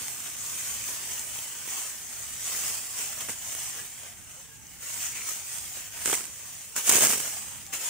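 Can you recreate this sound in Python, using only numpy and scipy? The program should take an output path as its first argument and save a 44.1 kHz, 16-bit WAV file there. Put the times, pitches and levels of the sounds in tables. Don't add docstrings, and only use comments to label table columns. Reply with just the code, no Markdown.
import sys
import numpy as np
from scipy import signal
from scipy.fft import rfft, irfft, next_fast_len
from scipy.io import wavfile
from scipy.ndimage import uniform_filter1d, map_coordinates

SR = 44100
rng = np.random.default_rng(int(sys.argv[2]) if len(sys.argv) > 2 else 0)


def wav_record(signal):
    frames = np.transpose(np.atleast_2d(signal))
    bounded = np.clip(frames, -1, 1)
    quanta = np.round(bounded * 32767).astype(np.int16)
    wavfile.write(sys.argv[1], SR, quanta)


N = 347949

# f/Hz, level/dB
TEAR_COLOUR = [(50, -51), (110, -9), (220, -3.5), (400, 0.5), (700, -5.5), (1300, -16), (2500, -5),
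               (6000, -49)]
CRACK_COLOUR = [(200, -22), (1000, -6), (2200, -2.5), (4200, -7), (6000, -1), (8500, 0), (12000, -4),
                (15500, -2)]


def blade(force):
    slips = (rng.random(N) < 170 / SR) * amp(2 * rng.standard_normal(N))
    jerks = .5 + signal.lfilter([1], [1, -np.exp(-1 / (.0022 * SR))], slips)
    fibres = clicks(N, rate=1200, scatter_db=5.5, spread_ms=.036, diffuse=.16, lead_ms=-.017)
    teeth = clicks(N, rate=700, scatter_db=1.2, spread_ms=.025, diffuse=.15, lead_ms=-.07)
    tearing = amp(-1.5) * unit(colour(fibres, TEAR_COLOUR) * jerks) * pan_right(.5)
    sawing = amp(13) * unit(colour(teeth, CRACK_COLOUR) * jerks) * pan_right(2)
    return force * (tearing + sawing)


# start t/s, length/s, relative level/dB
PULLS = [(6.061, 0.055, -45), (6.118, 0.029, -43.5), (6.889, 0.039, -38), (6.931, 0.048, -36.5),
         (7.014, 0.042, -36), (7.098, 0.012, -37.5), (7.121, 0.014, -39.5)]


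def pull_force(bite_s=.0038, let_go_s=.027, slack_s=.12, slack_db=-4.5):
    t = np.arange(N) / SR
    force = np.zeros(N)
    for start, length, db in PULLS:
        bite = np.clip((t - start) / bite_s, 0, 1)
        after = np.maximum(t - start - length, 0)
        last_fibres = amp(slack_db) * np.exp(-after / slack_s)
        let_go = np.maximum(np.exp(-after / let_go_s), last_fibres)
        force = np.maximum(force, amp(db) * bite * let_go)
    return force


def thin_stalks(gap_s=.013, scatter_db=4, splinter_s=.011):
    rows = []
    for start, length, db in PULLS:
        for k, (late, size) in enumerate(rng.uniform(-.76, 1, size=(8, 2))):
            delay = (k + 1 + .42 * late) * gap_s
            level = db + scatter_db * size
            if delay < length:
                rows.append((start + delay, level + 17, level - 3, splinter_s))
    return rows


# t/s, relative crack level/dB, relative knock level/dB, splintering/s
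LOUD_SNAPS = [(0.0828, -13, -58, 0.005), (0.2035, -18, -46, .014), (0.262, -24, -44, 0.033),
              (0.3688, -22, -59, 0.011), (.713, -21, -52, .01), (.841, -14, -59, 0.0055),
              (0.8896, -22, -43, .016), (1.116, -22, -48, .01), (1.18, -25, -46, 0.016),
              (1.194, -12, -54, .016), (1.389, -17, -45, .014), (1.6776, -17, -40, .018),
              (1.717, -22, -45, 0.014), (2.5406, -21, -48, .016), (2.5495, -18, -40, .03),
              (2.6492, -16, -49, 0.013), (2.7018, -17.5, -44.5, 0.021), (3.0098, -20, -48, 0.0065),
              (3.207, -12, -47, .035), (3.287, -19, -36, 0.0084), (3.294, -10, -32, .028),
              (3.304, -13, -43, 0.022), (3.5259, -16, -46, 0.015), (3.5508, -12, -43, 0.016),
              (4.8274, -25, -50, 0.017), (4.942, -15, -55, .014), (5.066, -12, -56, 0.04),
              (5.1527, -24, -51, 0.018), (5.2714, -25, -55, .014), (5.289, -9, -47, 0.079),
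              (5.5842, -14, -62, .016), (5.772, -21, -41.5, .04), (6.0585, -2.5, -31, 0.013),
              (6.0774, -6, -31, 0.034), (6.0995, -10, -29.5, .02), (6.1288, -8, -21, 0.017),
              (6.1416, -9, -36, .008), (6.2074, -21, -41, .012), (6.7588, -17, -46, .008),
              (6.7632, -6, -43, .012), (6.778, -11, -35.5, .014), (6.8765, -6, -31, 0.035),
              (6.8934, 8.5, -24, 0.021), (6.9004, 1, -31, 0.0092), (6.913, -9, -26, 0.025),
              (6.9366, -8, -24, 0.014), (6.947, -4, -30, .014), (6.956, -1, -31, 0.014),
              (6.963, -2, -30, .01), (6.9733, -5, -38, 0.0073), (6.9835, -8, -24.5, 0.014),
              (7.0075, -2, -30.5, 0.016), (7.0115, -14, -29, .012), (7.0225, -.5, -26, .014),
              (7.031, -11, -24, .014), (7.0362, 0, -23.5, 0.015), (7.043, -4, -26, .012),
              (7.0494, 0, -33, 0.0078), (7.058, -15, -30, 0.011), (7.071, -11, -30, .012),
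              (7.098, -6, -30, .016), (7.104, -18, -30, 0.015), (7.1123, -5, -37, .006),
              (7.1315, -11, -28, 0.025), (7.14, -10, -37, .012), (7.666, -21, -65, .016),
              (7.7331, -22, -38, 0.018)]
# f/Hz, level/dB
KNOCK_COLOUR = [(60, -16), (110, -1.5), (170, -7), (240, 4.5), (330, -.5), (430, 3.5), (800, -4.5),
                (1500, -0.5), (3000, -12.5), (7000, -45)]


def snaps(crack_gain_db=7.5, knock_gain_db=21.5, ring_db=-6):
    n = SR // 16
    out, t = np.zeros((2, N + n)), np.arange(n) / SR
    for start, crack_db, knock_db, length in list(LOUD_SNAPS) + thin_stalks():
        splinters = clicks(n, rate=4000, scatter_db=2, spread_ms=.04, diffuse=.2, lead_ms=-.05)
        splinters = unit_energy(splinters * amp(-60 * t / length))
        jolts = clicks(n, rate=3000, scatter_db=2, spread_ms=.03, diffuse=.1, lead_ms=-.04)
        jolts = unit_energy(jolts * amp(-60 * t / (length + .004)))
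        splinters[[0, 1], [2, 0]] += .32
        jolts[[0, 1], [2, 0]] += .55
        own_colour = [(hz, db + 1.5 * rng.standard_normal()) for hz, db in CRACK_COLOUR]
        crack = unit_energy(colour(splinters, own_colour))
        knock = unit_energy(colour(jolts, KNOCK_COLOUR)) + amp(ring_db) * stem_ring(jolts)
        snap = amp(crack_db + crack_gain_db) * crack + amp(knock_db + knock_gain_db) * knock
        out[:, round(start * SR):][:, :n] += snap
    return out[:, :N] * pan_right(1.1)


def stem_ring(jolts, typical_hz=1990, scatter_octaves=.465, ring_s=.016):
    t = np.arange(jolts.shape[1]) / SR
    hz = typical_hz * 2 ** (scatter_octaves * rng.standard_normal())
    ring = np.sin(2 * np.pi * hz * t) * amp(-60 * t / ring_s)
    return unit_energy(signal.fftconvolve(jolts, [ring], axes=1)[:, :len(t)])


# start t/s, length/s, centre f/Hz, width/Hz, level/dB
BLADE_SLIDES = [(4.967, 0.13, 2600, 900, -49), (5.11, 0.15, 2240, 900, -44), (6.123, .03, 2140, 600, -34),
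                (6.753, 0.036, 1460, 450, -40.5), (6.9, .1, 2200, 900, -32.5),
                (7.005, 0.075, 1900, 1200, -35), (7.723, 0.033, 1980, 800, -40)]


def scrapes():
    out, t = np.zeros((2, N)), np.arange(N) / SR
    friction = clicks(N, rate=710, scatter_db=4.5, spread_ms=.015, diffuse=.18)
    spectrum = rfft(friction, 2 * next_fast_len(N // 2 + 1))
    hz = np.linspace(0, SR / 2, spectrum.shape[1])
    for start, length, centre_hz, width, db in BLADE_SLIDES:
        resonance = 1j * hz * width / (centre_hz ** 2 - hz ** 2 + 1j * hz * width)
        rasp = irfft(spectrum * resonance ** 2)[:, :N]
        swell = np.sin(np.pi * np.clip((t - start) / length, 0, 1))
        out += amp(db) * swell * unit(rasp)
    return out


# f/Hz, level/dB
LEAF_COLOUR = [(500, -46.5), (2000, -4), (4100, -9.5), (5500, -4.5), (7500, -2), (10000, -4), (12500, -6),
               (14200, -3.5), (15500, -1.5)]
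STALK_COLOUR = [(100, -36), (250, -17), (400, -10.5), (700, -4.5), (1200, -3.5), (2200, -5), (3100, -1),
                (4100, -13), (6000, -12), (15000, -17.5)]


def gathering(force):
    leaf_gain, stalk_gain = hand_sweeps()
    leaf_gain = np.hypot(leaf_gain, amp(9.5) * force)
    stalk_gain = np.hypot(stalk_gain, amp(2.5) * force)
    catching = wobble(70)
    leaves = clicks(N, rate=7000, scatter_db=.5, spread_ms=.055, diffuse=1, lead_ms=.012)
    stalks = clicks(N, rate=1500, scatter_db=2, spread_ms=.05, diffuse=.85, lead_ms=.018)
    leaves = shimmer(colour(leaves, LEAF_COLOUR), depth_db=1.56, window=512)
    leaves = shimmer(leaves, depth_db=3, window=2048)
    swish = amp(5) * leaf_gain * unit(leaves * amp(.5 * catching + .15 * wobble(200)))
    stalks = shimmer(colour(stalks, STALK_COLOUR), depth_db=3, window=1024)
    crackle = amp(3.5) * stalk_gain * unit(stalks * amp(.94 * catching + .56 * wobble(180)))
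    return (swish + crackle + husk_ticks(leaf_gain)) * amp(.23 * wobble(16))


# peak t/s, rise/s, fall/s, relative swish level/dB, crackle offset/dB
HAND_SWEEPS = [ (0.03, .2, 0.71, -39, -8), (0.265, 0.028, 0.028, -42, -4), (0.52, 0.16, 0.43, -40, -11),
               (0.73, 0.21, 0.42, -37.5, -12), (0.89, 0.044, 0.26, -39.5, -6), (1.16, 0.14, 0.29, -39, -10),
               (1.39, 0.089, 0.44, -40, -8), (1.79, 0.14, 0.18, -36.5, -8.5), (2.22, 0.21, 1, -41, -9.5),
               (2.56, 0.14, 0.24, -33.5, -10.5), (2.68, 0.076, 0.22, -36.5, -9),
               (3.015, 0.1, 0.28, -36, -9), (3.17, 0.025, 0.14, -47.5, -6), (3.21, .02, 0.068, -41, -5),
               (3.30, 0.016, 0.034, -38, -10), (3.50, 0.17, 0.22, -41.5, -8), (3.65, 0.15, 0.21, -38, -11),
               (3.79, 0.06, 0.057, -44, -2.5), (4.07, 0.14, 0.098, -48, -2.5), (4.32, 0.04, 0.076, -50, -6),
               (4.42, 0.066, 0.031, -52, -15), (4.75, 0.081, .1, -52, -9), (4.85, 0.038, .08, -41, -8),
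               (4.94, 0.073, 0.19, -38, -12), (5.05, 0.079, 0.087, -35.5, -12),
               (5.17, 0.044, 0.31, -41, -7.5), (5.295, 0.055, 0.14, -37, -10),
               (5.55, 0.11, 0.29, -39, -12.5), (5.78, 0.056, 0.11, -42, -5.5),
               (5.97, 0.056, 0.14, -44.5, -4), (6.145, 0.14, 0.048, -33, -10), (6.54, 0.25, 0.45, -44, -11),
               (6.774, 0.012, 0.099, -31, -8), (6.885, 0.027, 0.046, -27, -12),
               (7.04, 0.13, 0.11, -27.5, -12), (7.28, 0.1, 0.28, -37.5, -8), (7.738, 0.012, 0.05, -33, -7),
               (7.87, 0.086, .3, -35, -7.5)]


def hand_sweeps():
    t = np.arange(N) / SR
    leaf_power, stalk_power = amp(-54) ** 2, amp(-59.5) ** 2
    for peak, rise, fall, db, crackle_db in HAND_SWEEPS:
        swell = np.exp(-np.where(t < peak, ((t - peak) / rise) ** 2, (t - peak) / fall))
        power = (amp(db) * swell) ** 2
        leaf_power += power
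        stalk_power += power * amp(crackle_db) ** 2
    return np.sqrt(leaf_power), np.sqrt(stalk_power)


def shimmer(x, depth_db, window):
    slices = signal.stft(x, nperseg=window)[2]
    patches = uniform_filter1d(rng.standard_normal(slices.shape[1:]), size=3, axis=0)
    patches = uniform_filter1d(patches, size=9, axis=1)
    return signal.istft(slices * amp(depth_db * unit(patches)), nperseg=window)[1][:, :N]


def husk_ticks(leaf_gain):
    ticks = colour(clicks(N, rate=45, scatter_db=2.2, spread_ms=.05, diffuse=0), CRACK_COLOUR)
    return np.minimum(leaf_gain, amp(-29)) * amp(-12.5) * unit(ticks)


# t/s, f/Hz, level/dB, time to fade by 60 dB/s
STEM_PINGS = [(0.2035, 8000, -27, .012), (0.8896, 2400, -36, .014), (1.18, 2780, -29, .016),
              (1.389, 3180, -30, .016), (2.5495, 1900, -32, .014), (3.2078, 3200, -30, .014),
              (3.287, 1800, -28, .008), (4.6685, 6300, -28, .006), (4.808, 8400, -34, .025)]


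def pings():
    out, t = np.zeros((2, N + SR)), np.arange(SR // 16) / SR
    for start, hz, db, fade_s in STEM_PINGS:
        shift_s = rng.uniform(-1, 1, (2, 1)) * .00003
        tone = np.sin(2 * np.pi * hz * (t + shift_s))
        attack = 1 - np.exp(-t * hz)
        out[:, round(start * SR):][:, :len(t)] += amp(db - 60 * t / fade_s) * attack * tone
    return out[:, :N]


def stubble(loudest_db=-57.5):
    _, stalk_gain = hand_sweeps()
    bend = np.minimum(stalk_gain / amp(-45), 1)
    crunch = colour(clicks(N, rate=260, scatter_db=3.5, spread_ms=.029, diffuse=.17), KNOCK_COLOUR)
    return amp(loudest_db) * bend ** 2 * unit(crunch)


# start t/s, length/s, start f/Hz, end f/Hz, level/dB
DISTANT_CALLS = [(4.335, 0.11, 520, 545, -63), (4.41, 0.19, 440, 465, -64), (4.4, 0.305, 1665, 1620, -62.5),
                 (7.652, .14, 805, 765, -51.5)]


def far_calls():
    out, t = np.zeros(N), np.arange(N) / SR
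    for start, length, start_hz, end_hz, db in DISTANT_CALLS:
        progress = np.clip((t - start) / length, 0, 1)
        hz = start_hz + (end_hz - start_hz) * progress
        phase = 2 * np.pi * np.cumsum(hz) / SR + .91 * wobble(60)
        out += amp(db + 3.1 * wobble(30)) * np.sin(np.pi * progress) * np.sin(phase)
    return out


# f/Hz, level/dB
BREEZE_COLOUR = [(20, -23), (35, -8), (56, -5.5), (75, -1), (110, -1.5), (170, -5), (280, -12), (500, -19),
                 (1500, -47)]
HUSH_COLOUR = [(100, -8), (200, -26), (300, -26), (420, -20), (750, -3), (1150, -6), (2500, -2.5),
               (6000, -41), (15000, -26)]
# t/s, level/dB
HUSH_LEVELS = [(0, -61.5), (3.9, -60), (4.3, -64), (4.6, -67), (4.9, -62.5), (5.6, -63), (6.6, -65),
               (7.9, -61)]


def air():
    rumble = unit(colour(rng.standard_normal((2, N)) + .53 * rng.standard_normal(N), BREEZE_COLOUR))
    hush = unit(colour(rng.standard_normal(N) + .7 * rng.standard_normal((2, N)), HUSH_COLOUR))
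    breeze = amp(-57.5 + 1.5 * wobble(6)) * rumble * pan_right(4.25, centre_db=-.25)
    hush_db = np.interp(np.arange(N) / SR, *np.transpose(HUSH_LEVELS))
    return breeze + amp(hush_db) * hush


# centre f/Hz, width/Hz, level change/dB
LEFT_MIC = [(6620, 2140, 10.5), (9200, 2000, -3), (15100, 1800, 3)]
RIGHT_MIC = [(8310, 2840, 10.5), (15200, 2100, -2)]


def colour(x, tone_colour, size=4096):
    hz = np.fft.rfftfreq(size, 1 / SR)
    table_hz, table_db = np.transpose(tone_colour)
    source_db = np.interp(np.log(hz + 1), np.log(table_hz), table_db)
    mic_db = np.array([sum(db / (1 + (2 * (hz - centre) / width) ** 2) for centre, width, db in mic)
                       for mic in (LEFT_MIC, RIGHT_MIC)])
    cepstrum = irfft(np.log(amp(source_db + mic_db)))
    cepstrum[:, 1:size // 2] *= 2
    cepstrum[:, size // 2 + 1:] = 0
    response = irfft(np.exp(rfft(cepstrum)))
    return signal.oaconvolve(x, response, axes=1)[:, :x.shape[1]]


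def clicks(n, rate, scatter_db, spread_ms, diffuse, lead_ms=0):
    sign, strength, direction = rng.standard_normal((int(rate * n / SR) + 1, 4)).T[:3]
    when = rng.uniform(0, n, len(sign))
    size = np.sign(sign) * amp(scatter_db * np.clip(strength, -3, 2.3))
    lag = (lead_ms + direction * spread_ms) * SR / 1000
    arrivals = [np.round(when + side * lag / 2).astype(int) % n for side in (-1, 1)]
    direct = np.array([np.bincount(at, size, n) for at in arrivals])
    return unit(unit(direct) + diffuse * rng.standard_normal((2, n)))


def wobble(rate):
    return map_coordinates(rng.standard_normal(int(N * rate / SR) + 4), [np.arange(N) * rate / SR])


def pan_right(db, centre_db=0):
    return amp([[centre_db - db], [centre_db + db]])


def amp(db):
    return 10 ** (np.asarray(db) / 20)


def unit(x):
    return x / np.sqrt(np.mean(x ** 2) + 1e-20)


def unit_energy(x):
    return x / np.linalg.norm(x)


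def scene():
    force = pull_force()
    return (gathering(force) + blade(force) + scrapes() + far_calls() + air()
            + stubble() + snaps() + pings())


def record(dry, ceiling=.88, top_hz=15650):
    rounded = dry / (1 + (dry / ceiling) ** 6) ** (1 / 6)
    size = next_fast_len(N + SR // 2)
    kept = np.fft.rfftfreq(size, 1 / SR) < top_hz
    return irfft(rfft(rounded, size) * kept, size)[:, :N]


dry = scene()
out = record(dry)
wav_record(out)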